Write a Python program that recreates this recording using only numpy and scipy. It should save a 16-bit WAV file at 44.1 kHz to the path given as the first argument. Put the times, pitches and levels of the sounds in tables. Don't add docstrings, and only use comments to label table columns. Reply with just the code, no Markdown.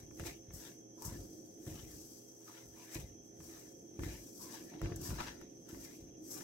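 import sys
import numpy as np
from scipy import signal
from scipy.fft import rfft, irfft, next_fast_len
from scipy.io import wavfile

SR = 44100
rng = np.random.default_rng(int(sys.argv[2]) if len(sys.argv) > 2 else 0)


def store_wav(level_fs):
    pcm = np.round(np.clip(np.atleast_2d(level_fs), -1, 1) * 32767)
    wavfile.write(sys.argv[1], SR, pcm.T.astype(np.int16))


N = 283959
T = np.arange(N) / SR

# f/Hz, level/dB
POWDER_SPECTRUM = [(1500, -15), (3500, -38), (4500, -19.5), (5600, 3.5), (7000, -0.5), (8200, -1),
                   (9300, -10.5), (11500, -4.5), (13500, -4.5), (16000, -6)]
# f/Hz, level/dB
HEAP_SPECTRUM = [(18, -28), (35, -15.5), (55, -0.5), (80, -3.5), (125, -3.5), (170, -8.5), (260, -13.5),
                 (450, -20.5), (700, -19), (1500, -60)]
# f/Hz, bandwidth/Hz, gain/dB
BASE_MODES = [(246, 38, -32), (286, 7.2, -11), (313.6, 19, 6), (331.2, 28, 6.5), (340, 7.8, -10),
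              (420.4, 7.5, 0.5), (460, 49, -10.5)]
# firmest t/s, rise/s, fall/s, relative level/dB, hollow's f/Hz
FINGER_RUBS = [(0, .05, 0.1, -67.5, 1750), (0.204, 0.03, 0.027, -55.5, 2080),
               (0.268, .04, 0.075, -47.5, 2300), (.675, 0.22, .1, -61, 2040), (1.1, 0.13, 0.18, -63, 1440),
               (1.68, 0.039, 0.12, -59.5, 2400), (1.76, 0.14, 0.24, -61.5, 2400),
               (1.94, 0.17, 0.13, -73, 2000), (2.49, 0.029, 0.13, -67, 1250),
               (2.58, 0.15, 0.096, -60.5, 1730), (2.8, 0.087, .3, -64, 2160),
               (2.949, 0.079, 0.13, -54, 2130), (3.55, 0.17, 0.17, -62.5, 1980),
               (4.042, 0.04, 0.07, -58.5, 2250), (4.11, 0.15, 0.16, -57.5, 2060),
               (4.44, 0.037, 0.28, -66, 1110), (4.55, .1, 0.13, -56.5, 1990),
               (4.74, 0.28, 0.28, -67.5, 1710), (4.845, 0.044, 0.17, -55.5, 1540),
               (5.11, 0.17, 0.34, -57, 1510), (5.203, 0.041, 0.074, -45, 1180),
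               (5.284, 0.15, 0.078, -49, 1700), (5.42, 0.064, 0.073, -67, 1790),
               (5.698, 0.039, 0.11, -62, 1750), (5.85, 0.14, 0.29, -64, 2080),
               (6.39, 0.12, .4, -60.5, 1420)]


def powder_flow():
    # full-speed t/s, rise/s, hold/s, fall/s, relative level/dB, lumps re powder/dB
    strokes = [(0, 0.11, 0, 0.097, -65.5, -11), (0.194, 0.14, 0.088, 0.22, -62, -13.5),
               (0.554, 0.043, 0.11, 0.16, -57.5, -12), (1.027, 0.081, 0.12, 0.72, -60, -9.5),
               (1.674, 0.13, 0.017, 0.96, -59.5, -19), (1.92, 0.059, 0.27, 0.38, -61, -8),
               (2.47, 0.15, 0.23, .3, -64, -13), (2.782, 0.095, 0.19, 0.22, -64, -16),
               (3.44, .1, 0.13, 0.43, -60, -12.5), (4.032, 0.082, 0.24, .2, -58, -13),
               (4.44, 0.092, 0.18, 0.27, -59.5, -10), (4.835, 0.087, 0.088, 0.14, -71.5, 2),
               (5.04, 0.088, .24, 0.18, -58, -7), (5.712, 0.035, 0.25, 0.18, -63.5, -13),
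               (5.837, 0.48, 0.14, 0.15, -66.5, -9), (6.277, 0.08, 0.076, .2, -58.5, -14)]
    each = np.array([gain_of(db) * swell(s, rise, fall, hold) for s, rise, hold, fall, db, _ in strokes])
    lump_ratios = gain_of([row[-1] for row in strokes])
    flow = power_sum(each)
    return flow, lump_ratios @ each ** 2 / flow ** 2


def sliding_powder(flow, lumps):
    # thickest t/s, rise/s, fall/s, relative level/dB
    spills = [(.27, .055, 0.071, -50), (1.06, 0.059, 0.076, -53.5), (2.939, 0.06, 0.15, -54),
              (3.265, 0.06, .07, -69.5), (4.43, 0.16, 0.091, -53), (4.54, 0.051, 0.041, -54.5),
              (5.058, 0.059, .11, -49), (5.85, 0.1, 0.019, -55.5), (6.315, .035, 0.22, -48.5)]
    fizz = unit_rms(colour(grains(per_s=20000, spread_db=-1.5), POWDER_SPECTRUM))
    coarse = ring(grains(per_s=6000, spread_db=3), [(4980, 700, 0)])
    rasp = unit_rms(ring(coarse, [(4670, 6900, 0)]))
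    pours = [gain_of(db) * swell(s, rise, fall) for s, rise, fall, db in spills]
    slumps = gain_of(2.5 + 1.1 * wander(rate_hz=59))
    return (fizz + rasp * lumps) * slumps * power_sum([flow] + pours)


def hollow_pitch():
    closing_oct_per_s = 0.99
    pitches = [hz * 2 ** (closing_oct_per_s * np.clip(T - s, -rise, fall))
               for s, rise, fall, _, hz in FINGER_RUBS]
    strengths = [gain_of(db) * swell(s, rise, fall) + 1e-9 for s, rise, fall, db, _ in FINGER_RUBS]
    return np.average(pitches, axis=0, weights=strengths) * np.exp(0.094 * wander(rate_hz=8.4))


def rubbing_fingers(flow, hollow_hz):
    # f/Hz, level/dB
    skin_spectrum = [(150, -28), (400, -1.5), (700, 8.5), (1400, -2.5), (2600, -1), (3400, 0), (4200, -4),
                     (6000, 5.5), (10000, -13)]
    slips = colour(grains(per_s=5000, spread_db=2), skin_spectrum) * gain_of(1.23 * wander(rate_hz=38))
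    cupped = unit_rms(moving_resonance(slips, hollow_hz, width_hz=5400))
    gaps = np.zeros((2, N))
    for _ in range(3):
        gap_hz = hollow_hz * np.exp(0.23 * wander(rate_hz=5.3))
        gaps += moving_resonance(slips, gap_hz, width_hz=260) * gain_of(3.4 * wander(rate_hz=15))
    combed = palm_echo(cupped + gain_of(-3.5) * unit_rms(gaps), hollow_hz)
    scrape = steel_wall(combed, ring_db=1.5)
    grazing = gain_of(-20.5) * flow
    presses = [gain_of(db) * swell(s, rise, fall) for s, rise, fall, db, _ in FINGER_RUBS]
    return gain_of(2) * unit_rms(scrape) * power_sum([grazing] + presses)


def palm_echo(x, hollow_hz, palm_gain=0.28, wall_gain=0.52, wall_delay_s=0.0019):
    out = x.copy()
    for channel in range(len(x)):
        for delay, gain in ((1 / hollow_hz, palm_gain), (wall_delay_s, wall_gain)):
            drifting_delay = delay * np.exp(0.14 * wander(rate_hz=7.6))
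            out[channel] += gain * np.interp(T - drifting_delay, T, x[channel])
    return out


def steel_wall(contact, ring_db):
    # f/Hz, bandwidth/Hz, gain/dB
    wall_modes = [(878, 87, -2.5), (1387, 39, -8.5), (1741, 93, -3.5), (2425, 14, 2.5), (2794, 44, -4),
                  (3880, 40, -49), (3940, 160, 1), (4830, 50, 3)]
    return contact + gain_of(ring_db) * ring(contact, wall_modes)


def handful_thuds():
    # t/s, relative level/dB, time to fall 26 dB/s, relative gain of the base/dB
    landings = [(0.005, -46, 0.52, -8), (0.197, -32, 0.15, -2), (0.253, -35.5, 0.14, 6),
                (0.484, -41, 0.14, -25), (0.534, -38.5, 0.16, -7), (1.052, -33.5, 0.25, -29),
                (1.122, -38, 0.29, 9), (1.189, -36, 0.074, -21), (1.668, -35, 0.42, -1),
                (1.935, -45, 0.13, 0), (2.632, -50, 0.3, -12), (2.958, -30, 0.091, 0.5),
                (3.023, -35, 0.1, -28), (3.099, -47.5, 0.19, -19), (3.387, -44, 0.21, -14),
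                (3.99, -28, 0.19, 0.5), (4.033, -35, 0.24, 3.5), (4.062, -39.5, .12, -12),
                (4.818, -25.5, 0.29, -2.5), (4.899, -36, 0.69, -1), (5.091, -26.5, 0.14, -15),
                (5.171, -39, 0.072, -13), (5.234, -41.5, .15, -19), (5.414, -43, 0.082, 8),
                (5.729, -39, 0.23, 10.5), (6.004, -46, 0.23, -12)]
    # f/Hz, bandwidth/Hz, gain/dB
    rocking_modes = [(57, 14, -4), (74, 10, 0), (98, 16, 3), (122, 16, -1), (143, 14, -1)]
    out, t = np.zeros((2, N)), np.arange(SR // 2) / SR
    clumps_per_s = 500
    for s, db, length, base_db in landings:
        clumps = rng.standard_normal((2, len(t))) * (rng.random(len(t)) < clumps_per_s / SR)
        clumps[:, 0] = 1.17
        push = colour(clumps * gain_of(-26 * t / length), HEAP_SPECTRUM)
        rocking = gain_of(5.5) * ring(push, rocking_modes)
        base = gain_of(base_db + 9) * ring(push, BASE_MODES)
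        thud = push + rocking + base
        thud /= np.sqrt(np.sum(thud ** 2, axis=1, keepdims=True) / (length * SR))
        add(out, s, gain_of(db - 16) * thud)
    return out


def fingertip_ticks():
    # t/s, relative level/dB, relative gain of the dust/dB
    taps = [(0.11, -49.5, -8), (0.197, -35, 0.5), (0.237, -42, -4), (0.506, -48.5, -13), (1.022, -49, 19),
            (1.667, -46, -9), (2.478, -46, -7), (2.955, -36, -12), (3.404, -47, -14), (3.993, -37.5, -8),
            (4.035, -37.5, -17), (4.543, -46, -10), (4.738, -48, -16), (4.816, -32.5, -5),
            (4.834, -49, -11), (4.858, -34, -20), (4.921, -36.5, -24), (5.105, -37.5, -9),
            (5.205, -24.5, -14), (5.414, -43, -2), (5.746, -44, -1), (6.409, -42, -8)]
    out, t = np.zeros((2, N)), np.arange(SR // 8) / SR
    contact = np.exp(-t / 0.002) + 0.05 * np.exp(-t / 0.012)
    for s, db, dust_db in taps:
        crunch = rng.standard_normal((2, len(t))) * contact
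        add(out, s, gain_of(db - 26.5) * (knock(crunch) + dust_spray(crunch, dust_db - 4)))
    return out


def knock(crunch):
    # f/Hz, level/dB
    knock_spectrum = [(200, 4), (600, -2.5), (1100, -1.5), (1800, 1), (3000, -10.5), (5000, -29),
                      (10000, -36)]
    return unit_rms(steel_wall(colour(crunch, knock_spectrum), ring_db=-5))


def dust_spray(crunch, db):
    return gain_of(db) * unit_rms(colour(crunch, POWDER_SPECTRUM))


def bursting_lumps(attack_s=0.0013):
    # t/s, relative peak level/dB, time to fall 40 dB/s
    bursts = [(0.535, -45, .06), (1.049, -37.5, 0.13), (2.945, -39, 0.021), (3, -49, 0.033),
              (4.959, -40.5, 0.022), (5.012, -41, 0.035), (5.688, -48, 0.028)]
    out, t = np.zeros((2, N)), np.arange(SR // 6) / SR
    for s, db, length in bursts:
        envelope = gain_of(-40 * t / length) * np.minimum(t / attack_s, 1)
        burst = colour(rng.standard_normal((2, len(t))) * envelope, POWDER_SPECTRUM)
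        add(out, s, gain_of(db + 4.5) * burst / abs(burst).max())
    return out


def air_pockets(attack_s=0.00057):
    # t/s, decay time/s, f/Hz, level/dB
    pockets = [(0.977, 0.054, 980, -68), (1.017, 0.093, 930, -55), (2.47, 0.034, 1210, -59.5),
               (2.763, 0.085, 970, -67), (4.391, 0.16, 990, -63.5), (4.533, 0.021, 900, -54.5),
               (4.716, 0.067, 760, -58), (5.183, 0.044, 955, -50), (5.202, .02, 1230, -54)]
    out, t = np.zeros((2, N)), np.arange(SR // 3) / SR
    for s, length, hz, db in pockets:
        friction = rng.standard_normal((2, len(t)))
        cupped = ring(ring(friction, [(hz, 120, 0)]), [(hz, 480, 0)])
        envelope = (1 - np.exp(-t / attack_s)) * np.exp(-(t / length) ** 2)
        add(out, s, gain_of(db) * unit_rms(cupped) * envelope)
    return out


def base_murmur():
    # t/s, level/dB
    lean = [(0, -63), (.25, -52), (.45, -70), (.66, -54.5), (.85, -62.5), (1.3, -53.5), (1.85, -59),
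            (2.5, -68), (2.95, -64), (3.2, -61.5), (3.85, -57), (4.3, -55.5), (4.95, -51), (5.6, -58.5),
            (5.78, -56), (6.15, -56), (6.4, -51)]
    shove = colour(grains(per_s=900, spread_db=0.7), HEAP_SPECTRUM)
    return unit_rms(ring(shove, BASE_MODES)) * gain_of(np.interp(T, *np.transpose(lean)))


def reverberation(x, t60_s):
    t = np.arange(SR // 2) / SR
    tail = rng.standard_normal((2, len(t))) * gain_of(-60 * t / t60_s) * (t > 0.004)
    return signal.oaconvolve(x, tail / np.linalg.norm(tail[0]), axes=1)[:, :N]


def kitchen():
    # f/Hz, rms level/dB
    hum_tones = [(118.4, -71), (248, -74), (329, -68), (411.5, -69), (468.3, -77), (529.5, -72),
                 (705.2, -80), (823.6, -88), (1766, -94)]
    # f/Hz, level/dB
    air_spectrum = [(20, -19), (60, -12.5), (130, -11), (190, 1.5), (310, 3), (440, -6), (650, -6.5),
                    (1000, -21.5), (1900, -24), (2600, -25.5), (4500, -38.5), (7500, -22), (9500, -35),
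                    (12000, -26.5), (16000, -45)]
    # f/Hz, level/dB
    hiss_spectrum = [(4300, -38.5), (5200, -12), (5650, 0.5), (5950, 8.5), (6200, 9), (6450, 0.5),
                     (6800, -25), (8000, -54)]
    hum = np.zeros((2, N))
    for hz, db in hum_tones:
        phase = 2 * np.pi * (hz * T + rng.random()) + 1.14 * wander(rate_hz=7.2)
        amplitude = np.sqrt(2) * gain_of(db + 1.77 * wander(rate_hz=11))
        hum += amplitude * np.array([np.sin(phase), np.cos(phase)])
    air = gain_of(-67) * unit_rms(colour(rng.standard_normal((2, N)), air_spectrum))
    hiss = gain_of(-62.5) * unit_rms(colour(rng.standard_normal((2, N)), hiss_spectrum))
    whine = gain_of(-82) * unit_rms(ring(rng.standard_normal((2, N)), [(3252, 28, 0)]))
    return hum + air + hiss * gain_of(wander(rate_hz=22)) + whine


def microphone_pair(x, balance):
    # f/Hz, correlation (0 to 1)
    correlation = [(60, 1), (130, 0.92), (290, 0.96), (640, 0), (1400, 0.16), (3000, 0), (16000, 0)]
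    size = next_fast_len(N + 4096)
    hz = np.fft.rfftfreq(size, 1 / SR)
    left, independent = rfft(x, size)
    alike = np.clip(curve_at(correlation, hz), -1, 1)
    right = alike * left + np.sqrt(1 - alike ** 2) * independent
    tilt = gain_of(curve_at(balance, hz) / 2)
    return irfft(np.array([left * tilt, right / tilt]), size)[:, :N]


def grains(per_s, spread_db):
    sizes = gain_of(spread_db * np.minimum(rng.exponential(1, N), 4.5))
    slipping = rng.random(N) < per_s / SR
    return sizes * slipping * rng.standard_normal((2, N))


def swell(s, rise, fall, hold=0):
    t = T - s
    sag_db = -19 * np.clip(t, 0, hold)
    flanks = np.maximum(-t / rise, (t - hold) / fall)
    return gain_of(sag_db - 20 * np.maximum(flanks, 0))


def wander(rate_hz):
    knots = np.arange(0, 8, 1 / 1000)
    hz = np.fft.rfftfreq(len(knots), knots[1])
    slow = irfft(rfft(rng.standard_normal(len(knots))) / (1 + (hz / rate_hz) ** 4))
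    return unit_rms(np.interp(T, knots, slow))


def ring(x, modes):
    return sum(gain_of(db) * signal.lfilter(*signal.iirpeak(hz, hz / width, SR), x)
               for hz, width, db in modes)


def moving_resonance(x, hz, width_hz):
    carrier = np.exp(2j * np.pi * np.cumsum(hz) / SR)
    pole = np.exp(-np.pi * width_hz / SR)
    return 2 * (carrier * signal.lfilter([1 - pole], [1, -pole], x / carrier)).real


def colour(x, spectrum, size=4096):
    log_gain = np.log(gain_of(curve_at(spectrum, abs(np.fft.fftfreq(size, 1 / SR)))))
    taps = np.fft.ifft(np.exp(np.conj(signal.hilbert(log_gain)))).real[:size // 2]
    return signal.oaconvolve(x, taps[None], axes=1)[:, :x.shape[1]]


def curve_at(points, hz):
    f, value = np.transpose(points)
    return np.interp(np.log(hz + 1), np.log(f), value)


def add(mix, s, sound):
    part = mix[:, max(round(s * SR), 0):][:, :sound.shape[1]]
    part += sound[:, :part.shape[1]]


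def power_sum(gains):
    return np.sqrt(sum(g ** 2 for g in gains))


def gain_of(db):
    return 10 ** (np.asarray(db) / 20)


def unit_rms(x):
    return x / np.sqrt(np.mean(x ** 2) + 1e-20)


def scene():
    # f/Hz, left minus right level/dB
    bowl_balance = [(60, 1.5), (130, 2), (300, -2), (600, 0.5), (1200, 5), (2400, 5), (4500, 7.5),
                    (6000, 1.5), (8000, 8), (10500, 11.5), (13000, 10), (16000, -6)]
    # f/Hz, left minus right level/dB
    kitchen_balance = [(60, 14.5), (200, -7.5), (380, -5), (700, -4.5), (1300, 1), (2400, 1.5), (4400, 4),
                       (8000, -4.5), (15000, 4)]
    flow, lumps = powder_flow()
    hollow_hz = hollow_pitch()
    bowl = sliding_powder(flow, lumps) + rubbing_fingers(flow, hollow_hz) + base_murmur()
    bowl += handful_thuds() + fingertip_ticks() + bursting_lumps() + air_pockets()
    bowl += gain_of(-9.5) * reverberation(bowl, t60_s=0.079)
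    return microphone_pair(bowl, bowl_balance) + microphone_pair(kitchen(), kitchen_balance)


def record(dry):
    cutoff_hz = 15900
    taps = signal.firwin(511, cutoff_hz, window=("kaiser", 9), fs=SR)
    return signal.oaconvolve(dry, taps[None], "same")


dry = scene()
out = record(dry)
store_wav(out)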